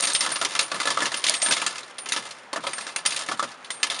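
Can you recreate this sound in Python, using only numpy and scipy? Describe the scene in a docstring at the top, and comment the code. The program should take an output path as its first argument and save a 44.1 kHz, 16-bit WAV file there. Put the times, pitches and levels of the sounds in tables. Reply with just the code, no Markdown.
"""In a coin sorter, heard close from above: coins tumble on its spinning steel disc.
Each hit is a short chatter of contacts that rings disc, bowl and plastic housing: damped tones and noise bands.
Every hit adds clinks and a bright tick, some coins sing on in the air, and a few clank or snap together.
Small rattles follow the hits, over a whirr of disc and motor made from flickering noise bands."""
import sys
import numpy as np
from scipy import signal
from scipy.io import wavfile
from scipy.ndimage import uniform_filter1d

SR = 44100
rng = np.random.default_rng(int(sys.argv[2]) if len(sys.argv) > 2 else 0)


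def transcribe(signal):
    """Save signal, clipped to [-1, 1], as a 16-bit WAV file at the path in sys.argv[1]."""
    frames = np.atleast_2d(signal).T
    limited = np.clip(frames, -1, 1)
    pcm = np.round(limited * 32767).astype(np.int16)
    wavfile.write(sys.argv[1], SR, pcm)


N = 176400  # samples, 4 s

# Coin hits. Each row: start in seconds, strength in dB,
# thud of the housing in dB relative to the strength (before THUD_DB is added).
COIN_HITS = [(0.001, -10.5, -6.5), (0.025, -6.5, -7.5), (0.037, -4.5, -16), (0.071, -6, -56),
             (0.1, -11, -24), (0.149, -2.5, -25), (0.207, -4, -30), (0.238, -14, -12), (0.262, -9, -2.5),
             (0.317, -12, -5), (0.358, -9, -8), (0.414, -5.5, -4.5), (0.449, -3, -9.5), (0.551, -7.5, -7),
             (0.591, 1, -12), (0.716, -10, -1), (0.744, -14.5, 1), (0.801, -6, -8), (0.855, -8.5, -4),
             (0.873, -8, -1.5), (0.904, -6, -6.5), (0.972, -11.5, -3.5), (1.004, -9.5, -3.5),
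             (1.021, -8.5, -1.5), (1.056, -4, -9.5), (1.118, -13.5, -5.5), (1.142, -8.5, -9.5),
             (1.24, -3, -13.5), (1.266, -2.5, -25), (1.2858, -4.5, -18), (1.3398, -4.5, -25),
             (1.418, -6.5, -33), (1.427, -23, -22), (1.461, -6, -8.5), (1.485, -12, -1.5), (1.509, -5, -26),
             (1.522, -2, -36), (1.567, -7, -15), (1.617, -11.5, -5), (1.664, -3.5, -12.5),
             (1.757, -16.5, -11), (1.781, -14.5, -12), (1.832, -22.5, -7), (1.983, -15.5, -14),
             (2.059, -15.5, -6), (2.088, -11.5, -23), (2.121, -4, -25), (2.163, -10.5, -3),
             (2.253, -21.5, -2.5), (2.309, -17.5, -13), (2.53, -10, -3.5), (2.56, -15, 1),
             (2.573, -24.5, 9), (2.637, -21.5, 2.5), (2.668, -9.5, -2.5), (2.733, -14, -10),
             (2.782, -15.5, -7), (2.809, -15, -11.5), (2.867, -15, -8), (2.961, -6, -12),
             (3.052, -11.5, -4), (3.06, -2.5, -23.5), (3.106, -11.5, -27), (3.122, -10, -35),
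             (3.145, -16, -30), (3.163, -6.5, -16.5), (3.191, -11.5, -40), (3.287, -11.5, -0.5),
             (3.314, -14, 1), (3.394, -12, -4.5), (3.426, -12.5, -0.5), (3.646, -23.5, -14),
             (3.704, -9.5, -13), (3.83, 0.5, -14), (3.9, -7.5, -30), (3.944, -15.5, -28), (3.991, -13, -31)]
BANDS_HZ = 50 * 2 ** (np.arange(24) / 3)  # centres of third-octave bands

# contacts: mean gap and mean level of the chatter, and the small bounces after the hits
CHATTER_S, CHATTER_DB = .003, -11
RATTLES_PER_S, RATTLE_DB, RATTLE_SPREAD_DB, SETTLE_T60_S = 150, -19.5, 9, 0.49
# thud: lift, highest frequency, extra weight toward the bass; dB of treble lost per dB of thud
THUD_DB, THUD_TOP_HZ, THUD_DEPTH, DULL = 8.5, 1600, .2, 0.083
# clear tones rung by every contact
TONE_DB, TONE_SCATTER_DB, TONE_T60_S = -18.5, 6.5, .06
# dense tones: decay times hold at 2 kHz and get shorter above
CLATTER_DB, CLATTER_SCATTER_DB, CRACK_T60_S = -13.5, 2.5, .024
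TAIL_DB, TAIL_T60_S, T60_SLOPE = -8.5, 0.13, -0.19
RISE_S, RISE_CYCLES = 0.0017, 7.6  # build-up: a fixed time plus some cycles
CLINK_DB, CLINK_LOW_HZ, CLINK_HIGH_HZ, CLINK_T60_S = -15.5, 1513, 6020, .04  # mean decay time
TUMBLE_DB, GRAZE_DB, GRAZES = 3, 6, 120  # throb, loss at a touch, number of light touches
CLANK_PAIR, CLANK_T60_S = 1.09, 0.059  # pitch of the second tone relative to the first
SNAP_T60_S, TICK_DB = 0.0067, -5.5  # strongest tick relative to its hit
WHIRR_DB, FLICKER_DB = -45, 1.5
MIC_LOW_HZ, DIP_HZ, DIP_Q, ROLL_HZ, KNEE_HZ, TOP_HZ = 117, 7840, 14.8, 9440, 11700, 15800


def undb(db):
    """Turn dB into a plain amplitude factor."""
    return 10 ** (np.asarray(db) / 20)


def colour(table, hz):
    """Read a spectrum table in dB at a frequency, on a logarithmic scale of pitch."""
    points = np.array(table)
    return np.interp(np.log(hz), np.log(points[:, 0]), points[:, 1])


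def train(t, gain):
    """Place impulses of the given sizes at the given times."""
    samples = np.clip(np.round(t * SR).astype(int), 0, N - 1)
    return np.bincount(samples.ravel(), gain.ravel(), N)


def fade(x, t60):
    """Let every impulse die away exponentially, by 60 dB in t60 seconds."""
    return signal.lfilter([1], [1, -1000 ** (-1 / (t60 * SR))], x)


def mode(x, hz, t60):
    """Turn every impulse into a damped oscillation, without bass spill."""
    radius = 1000 ** (-1 / (t60 * SR))
    angle = 2 * np.pi * hz / SR
    ring = signal.lfilter([1, -1], [1, -2 * radius * np.cos(angle), radius * radius], x)
    return ring * np.sin(angle) / (2 * np.sin(angle / 2))


def band(hz):
    """Make third-octave noise with an rms of 1."""
    edges = [hz / 2 ** (1 / 6), hz * 2 ** (1 / 6)]
    band_pass = signal.butter(2, edges, "band", fs=SR, output="sos")
    noise = signal.sosfilt(band_pass, rng.standard_normal(N))
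    return noise / noise.std()


def walk(rate):
    """Draw random levels, rate of them a second, and glide from one to the next."""
    hold = int(SR / rate)
    steps = np.repeat(rng.standard_normal(N // hold + 1), hold)
    return uniform_filter1d(steps, hold)[:N]


def contacts():
    """List hits and the small bounces that follow them; each chatters through four contacts."""
    hits = np.array(COIN_HITS)
    chance = rng.random((1600, 2))
    t = np.cumsum(-np.log(chance[:, 0])) / RATTLES_PER_S
    # bounces are stronger soon after strong hits
    unrest = fade(train(hits[:, 0], undb(hits[:, 1])), SETTLE_T60_S) + 1e-3
    db = 20 * np.log10(np.interp(t * SR, np.arange(N), unrest)) + RATTLE_DB
    db = db + RATTLE_SPREAD_DB * (2 * chance[:, 1] - 1)
    no_thud = np.full(len(t), -THUD_DB)
    bounces = np.c_[t, db, no_thud][t < N / SR]
    rows = np.vstack([hits, bounces])

    late = 2 * rng.random((len(rows), 2, 4))
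    first = np.arange(4) == 0
    times = rows[:, :1] + CHATTER_S * np.cumsum(late[:, 0], axis=1) * ~first
    gain = undb(rows[:, 1:2]) * np.where(first, 1, undb(CHATTER_DB) * late[:, 1])
    return rows, times, gain


def tilt_db(rows, hz):
    """Give hits nearer the housing more thud and less treble."""
    low = np.clip(np.log2(THUD_TOP_HZ / hz) * 2 + 1, 0, 1) * (THUD_TOP_HZ / hz) ** THUD_DEPTH
    high = np.clip(np.log2(hz / THUD_TOP_HZ / 2), 0, 1)
    return (low - DULL * high) * np.maximum(rows[:, 2] + THUD_DB, -12)


def disc():
    """Contacts ring a few clear tones and, band by band, the dense ones: a crack and a tail."""
    # Clear tones of housing and disc, plus a high coin tone (9300 Hz), rung by every contact.
    # Each row: frequency in Hz, level in dB before TONE_DB.
    clear_tones = [(290, -19), (550, -12), (680, -13.5), (1290, -10.5), (1730, -6.5), (2065, -9),
                   (2680, -14), (3620, -10), (4720, -10.5), (9300, -6)]
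    # Colour of the dense tones. Each row: frequency in Hz, level in dB before CLATTER_DB and band width.
    clatter_spectrum = [(160, -24), (860, -17.5), (1160, -3), (1500, -16.5), (3500, -9.5), (7000, -15),
                        (11000, -12)]
    rows, times, gain = contacts()
    out = np.zeros(N)
    for hz, db in clear_tones:
        scatter = TONE_SCATTER_DB * np.clip(rng.standard_normal(len(rows)), -2, 1)
        each = db + TONE_DB + tilt_db(rows, hz) + scatter
        sign = rng.choice([-1, 1], gain.shape)
        out += mode(train(times, gain * sign * undb(each)[:, None]), hz, TONE_T60_S)
    for hz in BANDS_HZ[4:]:
        width_db = 10 * np.log10(hz / 2000)  # higher bands are wider
        each = colour(clatter_spectrum, hz) + width_db + CLATTER_DB + tilt_db(rows, hz)
        each = each + CLATTER_SCATTER_DB * rng.standard_normal(len(rows))
        strikes = train(times, (gain * undb(each)[:, None]) ** 2)
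        slow = (hz / 2000) ** T60_SLOPE / 2  # halved because fade acts on power here
        crack = fade(strikes, CRACK_T60_S * slow)
        tail = undb(2 * TAIL_DB) * fade(strikes, TAIL_T60_S * slow)
        rise = int(SR * (RISE_S + RISE_CYCLES / hz)) // 2 * 2 + 1
        # averaging over the past only makes the power build up gradually
        power = uniform_filter1d(crack + tail, rise, origin=rise // 2)
        out += band(hz) * np.sqrt(np.abs(power))
    return out


def clinks():
    """Every hit lands differently and rings four short tones of its own on the steel."""
    rows = np.array(COIN_HITS)
    chance = rng.random((len(rows), 3, 4, 1))
    t = np.arange(4000) / SR
    hz = CLINK_LOW_HZ * (CLINK_HIGH_HZ / CLINK_LOW_HZ) ** chance[:, 0]
    decay = 1000 ** (-t / (CLINK_T60_S * (.5 + chance[:, 1])))
    ring = np.sin(2 * np.pi * hz * t) * decay * chance[:, 2]
    return train(rows[:, :1] + t, ring.sum(axis=1) * undb(rows[:, 1:2] + CLINK_DB))


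def coins():
    """A struck coin sings on high tones; it throbs as it tumbles, and every hit or graze breaks the ring."""
    # Coins that sing on. Each row: start in seconds, number of the tone list below, strength in dB.
    coin_rings = [(0.023, 0, -16.5), (0.137, 0, -19), (.319, 1, -13), (.611, 1, -20), (1.169, 1, -27),
                  (1.338, 0, -21.5), (1.34, 2, -32), (1.425, 0, -14.5), (1.986, 1, -22.5),
                  (2.733, 0, -23.5), (2.961, 1, -27.5), (3.063, 1, -18.5), (3.707, 0, -28.5)]
    # Tones of two coin kinds, a list each, then a lower tone of the first kind that rings only once.
    # Each row: frequency in Hz, level in dB, time to fade by 60 dB in seconds.
    coin_tones = [
        [(8555, -2, .4), (9015, 0, .4)],
        [(9230, -1, .2), (9340, 0, .2)],
        [(6700, 0, .12)],
    ]
    out = np.zeros(N)
    hit_samples = np.array(COIN_HITS)[:, 0] * SR
    touches = np.sort(np.r_[hit_samples, N * rng.random(GRAZES)])
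    since = np.searchsorted(touches, np.arange(N))  # number of touches so far
    for number, tones in enumerate(coin_tones):
        struck = np.array([r for r in coin_rings if round(r[1]) == number])
        for hz, db, t60 in tones:
            # each touch draws a new sign and level for the ring
            chance = rng.standard_normal(len(touches) + 1)[since]
            share = np.sign(chance) * undb(TUMBLE_DB * walk(70) - GRAZE_DB * np.abs(chance))
            out += mode(train(struck[:, 0], undb(struck[:, 2] + db)), hz, t60) * share
    return out


def knocks():
    """Clanks are softly struck pairs of tones; snaps and ticks are short, bright bursts of noise."""
    # Hollow clanks of a coin on the chute. Each row: start in seconds, pitch in Hz, strength in dB.
    clank_strikes = [(0.974, 1175, -17.5), (1.298, 612, -32), (1.428, 630, -32), (1.462, 613, -34),
                     (3.395, 1177, -18)]
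    # Coins snapping edge-on against each other. Each row: start in seconds, strength in dB.
    edge_snaps = [(.008, -5.5), (.055, -5), (.065, -17), (.134, -5.5), (.161, -18), (.611, -7), (1.2962, 4)]
    clank = np.zeros(N)
    for start, hz, db in clank_strikes:
        strike = train(np.array(start), undb(db))
        for ratio in (1, CLANK_PAIR):
            clank += mode(strike, hz * ratio, CLANK_T60_S)
    clank = signal.lfilter(np.hanning(25) / 8, [1], clank)  # softens the strike

    ticks = np.array(COIN_HITS)[:, :2] + [0, TICK_DB]  # at the front of every hit
    bursts = np.vstack([edge_snaps, ticks])
    hard = np.r_[np.ones(len(edge_snaps)), rng.random(len(ticks))]
    envelope = fade(train(bursts[:, 0], undb(bursts[:, 1]) * hard), SNAP_T60_S)
    snap = envelope * rng.choice([-1, 1], N)
    return clank + np.diff(snap, prepend=0)  # differences brighten the noise


def whirr():
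    """Disc, bearings and motor: noise bands that swell together and flicker alone."""
    # Colour of the whirr. Each row: frequency in Hz, relative level in dB before band width.
    whirr_spectrum = [(100, -0.5), (470, 8.5), (1150, 12.5), (2200, 7), (6000, -11), (11000, -11.5)]
    swell = walk(6.5)
    total = np.zeros(N)
    for hz in BANDS_HZ:
        flicker_db = FLICKER_DB * (swell + walk(23.8))
        total += band(hz) * undb(colour(whirr_spectrum, hz) + 10 * np.log10(hz) + flicker_db)
    return total / total.std() * undb(WHIRR_DB)


def scene():
    """Add all the sources into one channel."""
    return (disc() + clinks() + coins() + knocks() + whirr())[None]


def record(dry):
    """The microphone lacks bass, dips near 8 kHz and rolls off steeply at the top."""
    x = signal.sosfilt(signal.butter(2, MIC_LOW_HZ, "high", fs=SR, output="sos"), dry)
    x = signal.lfilter(*signal.iirnotch(DIP_HZ, DIP_Q, SR), x)
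    x = signal.sosfilt(signal.butter(4, ROLL_HZ, fs=SR, output="sos"), x)
    x = signal.sosfilt(signal.cheby2(6, 24, KNEE_HZ, fs=SR, output="sos"), x)
    return signal.sosfilt(signal.ellip(8, .2, 70, TOP_HZ, fs=SR, output="sos"), x)


dry = scene()
out = record(dry)
transcribe(out)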